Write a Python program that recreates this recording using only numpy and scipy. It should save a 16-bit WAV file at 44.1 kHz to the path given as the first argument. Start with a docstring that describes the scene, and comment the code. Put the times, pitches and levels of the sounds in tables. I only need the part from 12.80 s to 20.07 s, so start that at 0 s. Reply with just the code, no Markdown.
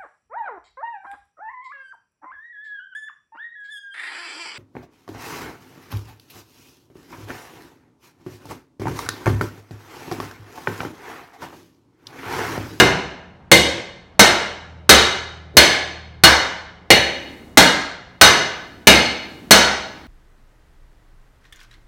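"""A sledgehammer strikes a stuck brake drum on a car's axle eleven times, close to the microphone in a garage.
Each blow sums decaying cast-iron modes with a filtered push and chatter of the shoes and backing plate;
the spot hit on the rim and the thump of the suspension colour it, and a noise-built room prolongs it.
Between blows clothes and shoes shuffle, and one swing puffs air at the microphone, all shaped noise.
Behind lie soft air, a steady drone and a swelling, sinking hum; the overloaded microphone flattens attacks."""
import sys
import numpy as np
from scipy import signal
from scipy.fft import rfft, irfft, next_fast_len
from scipy.io import wavfile

SR = 44100
rng = np.random.default_rng(int(sys.argv[2]) if len(sys.argv) > 2 else 0)


def unload_wav(signal):
    """Save mono or channel-first audio to the path in sys.argv[1] as 16-bit WAV at rate SR, clipped to [-1, 1]."""
    wavfile.write(
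        sys.argv[1],
        SR,
        np.round(np.clip(np.atleast_2d(signal).T, -1, 1) * 32767).astype(np.int16),
    )


N = 320607
RING_SIZE = 48000  # samples in which a blow and its room response ring out
AGE = np.arange(RING_SIZE) / SR  # seconds since the blow
TOP_HZ = 16000  # upper limit of the microphone


def undb(db):
    """Decibels to gain."""
    return 10 ** (np.asarray(db) / 20)


def unit(x):
    """Scale to an energy of one."""
    return x / np.sqrt(np.sum(x ** 2))


def fade(t60):
    """Exponential decay that loses 60 dB in t60 seconds."""
    return np.exp(-np.log(1000) * AGE / t60)


def along(hz, points):
    """Read (Hz, value) points on a log-frequency axis."""
    f, value = np.transpose(points)
    return np.interp(np.log(np.maximum(hz, 1)), np.log(f), value)


def colour(x, points):
    """Causal minimum-phase filter with the gain of (Hz, dB) points, built from the cepstrum."""
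    size = 2 * next_fast_len(len(x))
    gain = undb(along(np.fft.rfftfreq(size, 1 / SR), points))
    cepstrum = irfft(np.log(gain))
    # fold the cepstrum onto positive times, so that nothing sounds early
    cepstrum[1:size // 2] *= 2
    cepstrum[size // 2 + 1:] = 0
    response = np.exp(rfft(cepstrum))
    return irfft(rfft(x, size) * response)[:len(x)]


def hammering(level_db=27):
    """Every blow sounds drum and loose parts from its spot on the rim and fills the garage."""
    # hammer blows: t/s, spot on the rim/clock hours, force/dB before level_db,
    # brightness/dB per octave, suspension thump/dB
    blows = [ (-.006, 5.14, -5.5, -2, 10), (0.7157, 12.3, -2, 1, 9), (1.3939, 5.96, 0.04, 0, -1.5),
             (2.0926, 9.3, 1.2, 0.5, 0.7), (2.7690, 3.86, 3, -0.9, -6.5), (3.437, 9.1, 0.25, -2, -1.5),
             (4.1040, 14, -0.3, -3, -1.3), (4.773, 5, 0.34, 0.5, -.7), (5.4126, 9.3, 1.9, -0.5, -0.5),
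             (6.0709, 3.74, 1.95, -0.45, .6), (6.7087, 8.26, 1.03, 0, 0.3)]
    # the iron rings cleanest, and the loose parts rattle least, near the top of the rim
    clean_spot, clean_swing_db = 2, 0.5  # clock hours, dB
    out = np.zeros(N + 2 * RING_SIZE)  # room for a blow that begins before the start
    for s, spot, force_db, brightness, thump_db in blows:
        clean = undb(clean_swing_db * facing(spot, clean_spot))
        struck = drum() * clean + rattle() / clean
        blow = colour(struck, contact(spot, brightness, thump_db))
        in_room = signal.fftconvolve(blow, garage())[:RING_SIZE]
        start = RING_SIZE + int(s * SR)
        out[start:start + RING_SIZE] += undb(level_db + force_db) * in_room
    return out[RING_SIZE:RING_SIZE + N]


def contact(spot, brightness, thump_db):
    """(Hz, dB) colour of one blow, from where it lands, how squarely, and how much it shakes the suspension."""
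    # each part answers to its own spots, once or twice round the rim; a negative swing answers least there:
    # f/Hz, best spot/clock hours, lobes round the rim, swing/dB
    parts = [ (90, 1, 1, 1.1), (200, 5.0, 1, 3), (527, 2, 1, 1.3), (1510, 7.26, 1, 5.5),
             (2100, 1.1, 1, 1.2), (2900, 1.4, 1, 1.5), (3750, 10, 1, 2), (4230, 3, 2, 2),
             (6130, 7.95, 1, 3), (8200, 4.9, 1, -0.5)]
    # a square, hard contact tilts the treble up across this range: from f/Hz, to f/Hz
    bright_hz = (2300, 6960)
    thump_hz = 400  # the thump has fallen to half its dB here
    hz = np.geomspace(30, TOP_HZ, 200)
    part_hz, best_spot, lobes, swing_db = np.transpose(parts)
    place = along(hz, np.c_[part_hz, swing_db * facing(spot, best_spot, lobes)])
    tilt = brightness * np.log2(np.clip(hz, *bright_hz) / bright_hz[0])
    thump = thump_db / (1 + (hz / thump_hz) ** 2)
    return np.c_[hz, place + tilt + thump]


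def facing(spot, best_spot, lobes=1):
    """1 for a blow on a best spot of the rim, -1 for one midway between best spots."""
    return np.cos(2 * np.pi * lobes * (spot - best_spot) / 12)


def drum(scatter_db=-0.7, drum_db=-1.5):
    """Cast-iron modes; the drum is not quite round, so each is a close pair that beats."""
    # modes of the drum on its axle: f/Hz at the middle of the pair,
    # energy/dB before scatter and drum_db, t60/s
    modes = [ (70, -23, .25), (192, -20, .08), (345, -20, .06), (482, -23, .1), (561, -24, .1),
             (646, -23, .12), (1141, -25, .08), (1435, -21, .06), (1530, -19, .05), (1622, -17, .05),
             (1700, -17, .04), (1775, -16, .04), (2092, -12, .12), (2150, -16, .03), (2880, -11.5, .11),
             (3020, -13, .02), (3745, -11.5, .16), (3850, -15, .03), (4235, -12, .03), (4303, -11.5, .1),
             (5090, -21, .02), (5467, -24, .12), (5590, -22, .03), (6110, -16, .025), (6180, -16, .08),
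             (6850, -25, .03), (7362, -29, .1), (8235, -22, .05)]
    split = .004  # each of the pair lies this share of the pitch off the middle
    chance = rng.standard_normal((len(modes), 3))
    rings = 0
    for (hz, db, t60), (size, *sides) in zip(modes, chance):
        pair = 0
        for side, ratio in zip(sides, [1 - split, 1 + split]):
            # either polarity, by chance
            pair = pair + np.sign(side) * np.sin(2 * np.pi * hz * ratio * AGE)
        rings = rings + undb(db + scatter_db * size) * unit(pair * fade(t60))
    return undb(drum_db) * rings


def rattle(chatter_t60=0.18, chatter_db=-10):
    """One hard push of steel on iron, with the loose parts behind the drum chattering as decaying noise."""
    # dense response of shoes, springs and backing plate: f/Hz, relative level/dB
    loose_parts = [(25, -33), (55, -13.5), (130, -4), (350, 0.5), (850, -1), (1150, -5.5), (1650, -2.5),
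                   (2200, -1.5), (2600, -6.5), (3600, -5), (4800, -9.5), (7000, -14), (10000, -17.5),
                   (16000, -24.5)]
    push = undb(chatter_db) * unit(rng.standard_normal(RING_SIZE) * fade(chatter_t60))
    push[0] += 1
    return unit(colour(push, loose_parts))


def garage(direct_db=3, near_db=7, near_t60=.045, walls_db=-1.82):
    """Room response: direct sound, quick echoes from floor and wheel arch, and a tail that grows dull."""
    # reverberation off the hard walls: f/Hz, t60/s
    reverb = [(60, 0.65), (250, 0.65), (800, 0.76), (2000, 0.74), (4000, 0.67), (6000, 0.59), (9000, 0.42),
              (15000, 0.27)]
    hz = np.fft.rfftfreq(RING_SIZE, 1 / SR)
    noise = rfft(rng.standard_normal(RING_SIZE))
    centres, t60s = np.transpose(reverb)
    tail = 0
    # overlapping bands, each with its own decay
    for share, t60 in zip(np.eye(len(reverb)), t60s):
        band = irfft(noise * along(hz, np.c_[centres, share]))
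        tail = tail + band * fade(t60)
    near = rng.standard_normal(RING_SIZE) * fade(near_t60)
    response = undb(walls_db) * unit(tail) + undb(near_db) * unit(near)
    response[0] += undb(direct_db)
    return response


def movement():
    """The worker shuffles between blows, and one swing buffets the microphone with a low puff; both are noise."""
    # shifts of stance: t/s, level/dB, length/s
    shifts = [(4.53, -42, 0.19), (5.9, -47.5, 0.32), (6.57, -42.5, 0.18), (7.2, -46.5, 0.23)]
    # soft shuffle of clothes and shoes: f/Hz, relative level/dB
    shuffle = [(60, -17.5), (170, -6), (290, 2), (430, -10), (650, -20.5), (2000, -28.5), (12000, -38.5)]
    # a swing pushes air against the microphone: t/s, level/dB, length/s
    puff = (2.757, -34.5, .012)
    shifting = sum(undb(db) * swell(s, length) for s, db, length in shifts)
    s, db, length = puff
    puff_noise = wash([(40, -7), (110, 1), (500, -6.0), (3000, -53.0)])
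    return shifting * wash(shuffle) + undb(db) * swell(s, length) * puff_noise


def swell(s, length):
    """A bell-shaped rise and fall of gain, greatest at time s; length is its standard deviation."""
    return np.exp(-((np.arange(N) / SR - s) / length) ** 2 / 2)


def background(air_db=-49):
    """Soft workshop air, a faint drone, and a low hum that swells for a while as it sinks in pitch."""
    # background air: f/Hz, relative level/dB per Hz
    air = [(25, -7), (80, 0), (160, -4), (350, -10), (800, -12), (1600, -21), (3200, -33), (7000, -48),
           (15000, -66)]
    # low hum: f/Hz as it starts to swell, level/dB at full swell
    partials = [(81.8, -43), (122, -51), (163.6, -54)]
    # faint steady drone: f/Hz, level/dB
    drone = (181, -56)
    # the hum rises once out of a faint level, holds and dies back
    start_s, rise_s, hold_s, fall_s, faint_db = 1.5, 0.44, 1.55, 0.51, -14.5
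    sink_per_s = 0.024  # share of its starting pitch lost each second
    since = np.arange(N) / SR - start_s
    hum = sum(tone(hz * (1 - sink_per_s * since), db) for hz, db in partials)
    turns = np.cumsum([0, rise_s, hold_s, fall_s])
    hum_db = np.interp(since, turns, [faint_db, 0, 0, faint_db])
    return undb(air_db) * wash(air) + tone(*drone) + undb(hum_db) * hum


def wash(points):
    """Noise of rms one with the spectrum of (Hz, dB) points."""
    noise = colour(rng.standard_normal(N), points)
    return noise / noise.std()


def tone(hz, db):
    """A sine with an rms level of db; hz is steady or given for every sample."""
    cycles = np.cumsum(hz * np.ones(N)) / SR + rng.random()
    return np.sqrt(2) * undb(db) * np.sin(2 * np.pi * cycles)


def scene():
    """The hammering close by, the worker's movement and the quiet garage behind."""
    return (hammering() + movement() + background())[None]


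def record(dry):
    """The overloaded microphone flattens loud attacks; the deepest bass and the top are cut."""
    knee, ceiling, bass_hz = 7, .95, 28  # a higher knee bends more sharply; ceiling in full scale
    clipped = dry / (1 + np.abs(dry / ceiling) ** knee) ** (1 / knee)
    high_pass = signal.butter(2, bass_hz, "high", fs=SR, output="sos")
    clipped = signal.sosfilt(high_pass, clipped)
    low_pass = signal.firwin(301, TOP_HZ, fs=SR)
    return signal.fftconvolve(clipped, low_pass[None], mode="same")


dry = scene()
out = record(dry)
unload_wav(out)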